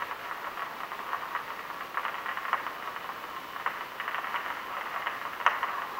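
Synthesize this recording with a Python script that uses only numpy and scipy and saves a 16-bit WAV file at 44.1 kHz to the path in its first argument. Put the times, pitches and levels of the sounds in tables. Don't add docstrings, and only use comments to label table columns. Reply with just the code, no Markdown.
import sys
import numpy as np
from scipy import signal
from scipy.fft import rfft, irfft, next_fast_len
from scipy.io import wavfile
from scipy.ndimage import map_coordinates

SR = 44100
rng = np.random.default_rng(int(sys.argv[2]) if len(sys.argv) > 2 else 0)


def to_wav(sig):
    pcm = np.clip(np.atleast_2d(sig), -1, 1) * 32767
    pcm = np.round(pcm).astype(np.int16)
    wavfile.write(sys.argv[1], SR, pcm.T)


def volts_from_decibels(level):
    exponent = np.asarray(level, float) / 20
    return 10 ** exponent


N = 264159


def along(points, hz):
    f, value = np.transpose(points)
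    return np.interp(np.log(hz + 1), np.log(f + 1), value)


def curves(rows):
    s, *columns = np.transpose(rows)
    return [np.interp(np.arange(N) / SR, s, column) for column in columns]


def drift(rate):
    knots = rng.standard_normal(int(N * rate / SR) + 4)
    return map_coordinates(knots, [np.arange(N) * rate / SR])


def unit(x):
    return x / np.linalg.norm(x)


def below(x, hz):
    return signal.sosfiltfilt(signal.butter(3, hz, fs=SR, output="sos"), x)


def hiss(level_db=-46):
    # frequency in Hz, density in dB per Hz.
    density = [(20, -17), (60, -14), (200, -6), (500, -1), (1000, -6), (2500, -6.5), (3500, -12),
               (6000, -21.5), (9300, -30), (12500, -22.5), (14500, -20.5), (15200, -15.5), (15800, -27)]
    size = next_fast_len(N)
    spectrum = rfft(rng.standard_normal(size))
    spectrum *= volts_from_decibels(along(density, np.fft.rfftfreq(size, 1 / SR)))
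    noise = irfft(spectrum, size)[:N]
    flutter_db = 0.38 * drift(14) + 0.25 * drift(60)
    return volts_from_decibels(level_db + flutter_db) * unit(noise) * np.sqrt(N)


def line_scan(scan_hz=15734.3, level_db=-68):
    t = np.arange(N) / SR
    return volts_from_decibels(level_db) * np.sin(2 * np.pi * scan_hz * t + 0.7 * drift(15))


def sizzle(per_second=280, spread_db=4.0, varied_db=6):
    # time in seconds, level in dB, brightness in dB.
    strength = [(0.0, -36.5, 4), (0.57, -39.5, 0), (1.38, -37.5, -3), (1.8, -39.5, 1.5), (2.05, -42.5, -21),
                (2.15, -37, -6), (2.5, -42, 4.5), (2.65, -39, -2.5), (3.49, -39.5, -1), (3.74, -42, 4),
                (4.02, -38.5, -1), (4.22, -37.5, -1), (4.34, -36.5, 3), (4.74, -37, 2), (5.34, -37.5, 1),
                (5.59, -35, -1), (5.99, -33, -8)]
    level_db, bright_db = curves(strength)
    luck = rng.random((4, N))
    crest_hz, first_crest_s, crowding = 100, 0.002, 0.6
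    crest = 1 + crowding * np.cos(2 * np.pi * crest_hz * (np.arange(N) / SR - first_crest_s))
    fires = luck[0] < crest * per_second / SR
    rare_db = spread_db * np.minimum(-np.log(1 - luck[1]), 2.6)
    polarity = np.sign(luck[2] - 0.3)
    size = volts_from_decibels(rare_db + 0.93 * drift(24.95)) * polarity
    train = unit(size * fires) * np.sqrt(N) * volts_from_decibels(level_db - 4)
    thin = train * volts_from_decibels(bright_db + varied_db * (2 * luck[3] - 1.5))
    return thin + below(train - thin, 1320)


def snaps(tick_bright_db=6, snap_bright_db=-0.5, snap_edge_db=4.5, strike_db=1.5):
    # time in seconds, strength in dB, treble in dB, edge in dB.
    cracks = [(0.0217, -4.5, 2.5, -1), (0.1116, -5.5, -1, -1), (0.3119, -7.5, 5.5, -17),
              (0.4704, -6, -10, 6), (0.6206, -7.5, 4, -8), (0.8338, -5.5, -9, 10), (1.132, -0.5, -5, -8),
              (1.3501, -4, 3, -4), (1.7012, -6.5, -10, -3), (1.9721, -3, 4.5, -8), (2.0514, -2.5, -1.5, 6),
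              (2.1428, -9, -5.5, 16.5), (2.3724, -6.5, 4.5, -1), (2.5303, 3.5, 1, -1),
              (2.6657, -2.5, -4, 4), (3.0909, -5, -6, -5), (3.6623, -0.4, 5, -5.5), (3.9997, -17.5, 18, 3),
              (4.079, -7.5, 9, -3), (4.1453, -7.5, 7, 5), (4.1821, -2, -3, -2), (4.343, -4.5, 4, -5),
              (4.3597, -8, 2, 13), (4.4618, -8.5, 5, -3), (4.768, -5.5, -2, 4), (5.061, -6, -8, 11),
              (5.0695, -3.5, 3.5, 6.5), (5.252, -4, -13, 12), (5.4638, 9, 0, 3.5), (5.63, -1, -5.5, 11)]
    # time in seconds, strength in dB.
    middling = [(0.4436, -10.5), (0.5736, -10.5), (0.8041, -10), (0.9179, -9), (0.992, -12.5),
                (1.09, -12.5), (1.1199, -12), (1.1461, -10), (1.504, -10.5), (1.9442, -10), (1.9949, -10.5),
                (2.2597, -6.5), (2.482, -9.5), (3.0432, -12.5), (2.859, -18), (2.875, -10), (3.2394, -11.5),
                (3.5623, -9), (3.5988, -10.5), (3.8088, -9), (4.3221, -11), (4.5025, -7), (4.5701, -10),
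                (4.9411, -9.5), (4.9613, -10.5), (5.214, -7.5), (5.4012, -8.5), (5.4115, -8), (5.548, -13),
                (5.8196, -6.5)]
    # time in seconds, strength in dB.
    thin_sparks = [(0.594, -10), (1.2113, -17), (1.3631, -10.5), (1.4789, -14), (1.592, -12.5),
                   (1.8086, -11), (2.0332, -13.5), (2.082, -7.5), (2.1826, -13), (2.284, -11), (2.2897, -7),
                   (2.313, -11), (2.4523, -10.5), (2.8252, -12), (3.364, -17), (2.9624, -11), (3.534, -19),
                   (3.7734, -16.5), (4.1104, -14), (4.244, -9.5), (4.2708, -10), (4.3535, -12),
                   (4.7256, -14.5), (4.8107, -12), (5.0222, -12.5), (5.3332, -13.5), (5.4527, -14),
                   (5.6852, -12.5), (5.8714, -17), (5.7838, -17)]
    rounder = [(s, db, snap_bright_db, snap_edge_db) for s, db in middling]
    ticks = [(s, db, tick_bright_db, 0) for s, db in thin_sparks]
    s, db, bright_db, edge_db = np.transpose(cracks + rounder + ticks)
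    at = np.round(s * SR).astype(int)
    body_db = db + strike_db
    treble_db = body_db + bright_db
    shock_db = body_db + 1.7 * db - 12.5
    layers = np.zeros((4, N))
    layers[:, at] = volts_from_decibels([body_db, treble_db, treble_db + edge_db, shock_db])
    body, treble, edge, shock = layers
    return shock + below(edge - shock, 4250) + below(treble - edge, 2290) + below(body - treble, 1470)


def causal(spectrum, size=4096):
    cepstrum = irfft(np.log(volts_from_decibels(along(spectrum, np.fft.rfftfreq(size, 1 / SR)))))
    cepstrum[1:size // 2] *= 2
    cepstrum[size // 2 + 1:] = 0
    return unit(irfft(np.exp(rfft(cepstrum)))[:size // 8])


def paths(table):
    ms, gain = np.transpose(table)
    return np.bincount(np.round(ms * SR / 1000).astype(int), gain, SR // 30)


def balcony(shade_hz=2350, treble_db=3):
    # delay in ms, reflection from -1 to 1.
    wall_paths = [(0.0, 0.13), (0.4, -0.65), (0.76, 0.29), (1.09, 0.00095), (1.32, -0.28), (2.43, -0.29),
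                  (2.88, 0.29), (3.72, 0.49), (5.03, 0.21), (5.76, -0.66), (6.73, 0.27), (7.48, 0.06),
                  (8.3, 0.37), (9.12, 0.37), (10.93, -0.08), (11.5, 0.18), (12.43, 0.55), (13.24, 0.5),
                  (14.13, 0.61), (15.03, 0.24), (15.62, -0.14), (16.71, 0.41), (18.05, -0.3),
                  (21.02, -0.34), (23.83, 0.43)]
    # delay in ms, reflection from -1 to 1.
    pane_paths = [(0.45, -0.95), (1.6, 0.23), (2.3, -0.14), (3.6, -0.42), (5.4, 0.15), (11.6, 0.4),
                  (13.5, 0.042), (17, 0.23)]
    walls = paths(wall_paths)
    walls[:SR // 1200] *= volts_from_decibels(2.5)
    walls[SR // 5000:SR // 1200] *= volts_from_decibels(2.5)
    hard = volts_from_decibels(treble_db) * paths(pane_paths)
    top = volts_from_decibels(treble_db + 9.5) * paths(pane_paths[1:2])
    treble = below(below(hard - top, 4500), 4700)
    body = below(below(walls - hard, shade_hz), shade_hz)
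    return top + treble + body


def scattered(x, t60, start_s, rise_s, count):
    out = np.zeros(N + SR)
    edges = np.linspace(0, N, count + 1).astype(int)
    size = SR // 2
    rise = 1 - np.exp(-np.arange(size) / SR / rise_s)
    for a, b in zip(edges, edges[1:]):
        hz, t, z = signal.stft(rng.standard_normal(size), SR, nperseg=128)
        decay = volts_from_decibels(-60 * t / t60(hz)[:, None])
        tail = signal.istft(z * decay, SR, nperseg=128)[1][:size]
        wet = signal.fftconvolve(x[a:b], unit(tail * rise))
        out[a + round(start_s * SR):][:len(wet)] += wet
    return out[:N]


def arc():
    # frequency in Hz, level in dB.
    colour = [(200, -40), (450, -14), (800, -5.5), (1100, 0.5), (1500, -5.5), (1900, -2), (2350, -12),
              (2900, -9), (3500, -28.5), (4700, -41), (6100, -24.5), (7300, -49), (16000, -50)]
    # frequency in Hz, decay by 60 dB in seconds.
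    railings = [(1000, 0.09), (2000, 0.061), (3000, 0.015), (6000, 0.019)]
    # frequency in Hz, decay by 60 dB in seconds.
    street = [(400, 0.6), (1200, 1), (3000, 0.33), (6000, 0.39)]
    pulse = causal(colour)
    sparks = snaps() + sizzle()
    near = signal.fftconvolve(sparks, unit(np.convolve(pulse, balcony())))[:N]
    bare = below(signal.fftconvolve(sparks, pulse)[:N], 5800)
    clutter = scattered(bare, lambda hz: along(railings, hz), start_s=0.002004, rise_s=0.0019, count=60)
    fronts = scattered(bare, lambda hz: along(street, hz), start_s=0.022, rise_s=0.01, count=36)
    return near + volts_from_decibels(-12.5) * clutter + volts_from_decibels(-10.5) * fronts


def lens_motor(motor_hz=2999.8, level_db=-57, overtone_db=-15):
    on_s, off_s, ramp_s = 2.6, 4.73, 0.05
    t = np.arange(N) / SR
    running = np.clip(np.minimum(t - on_s, off_s - t) / ramp_s + 0.5, 0, 1)
    phase = 2 * np.pi * motor_hz * t
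    return volts_from_decibels(level_db) * running * (np.sin(phase) + volts_from_decibels(overtone_db) * np.sin(4 * phase))


def scene():
    return (arc() + hiss() + line_scan() + lens_motor())[None]


def low_pass(x):
    return signal.sosfilt(signal.butter(12, 16990, fs=SR, output="sos"), x)


def record(dry):
    bent = dry + 0.022 * dry ** 2 - 0.04 * dry ** 3
    top_hz = 15770
    kept = irfft(rfft(bent) * (np.fft.rfftfreq(N, 1 / SR) < top_hz), N)
    return low_pass(kept)


dry = scene()
out = record(dry)
to_wav(out)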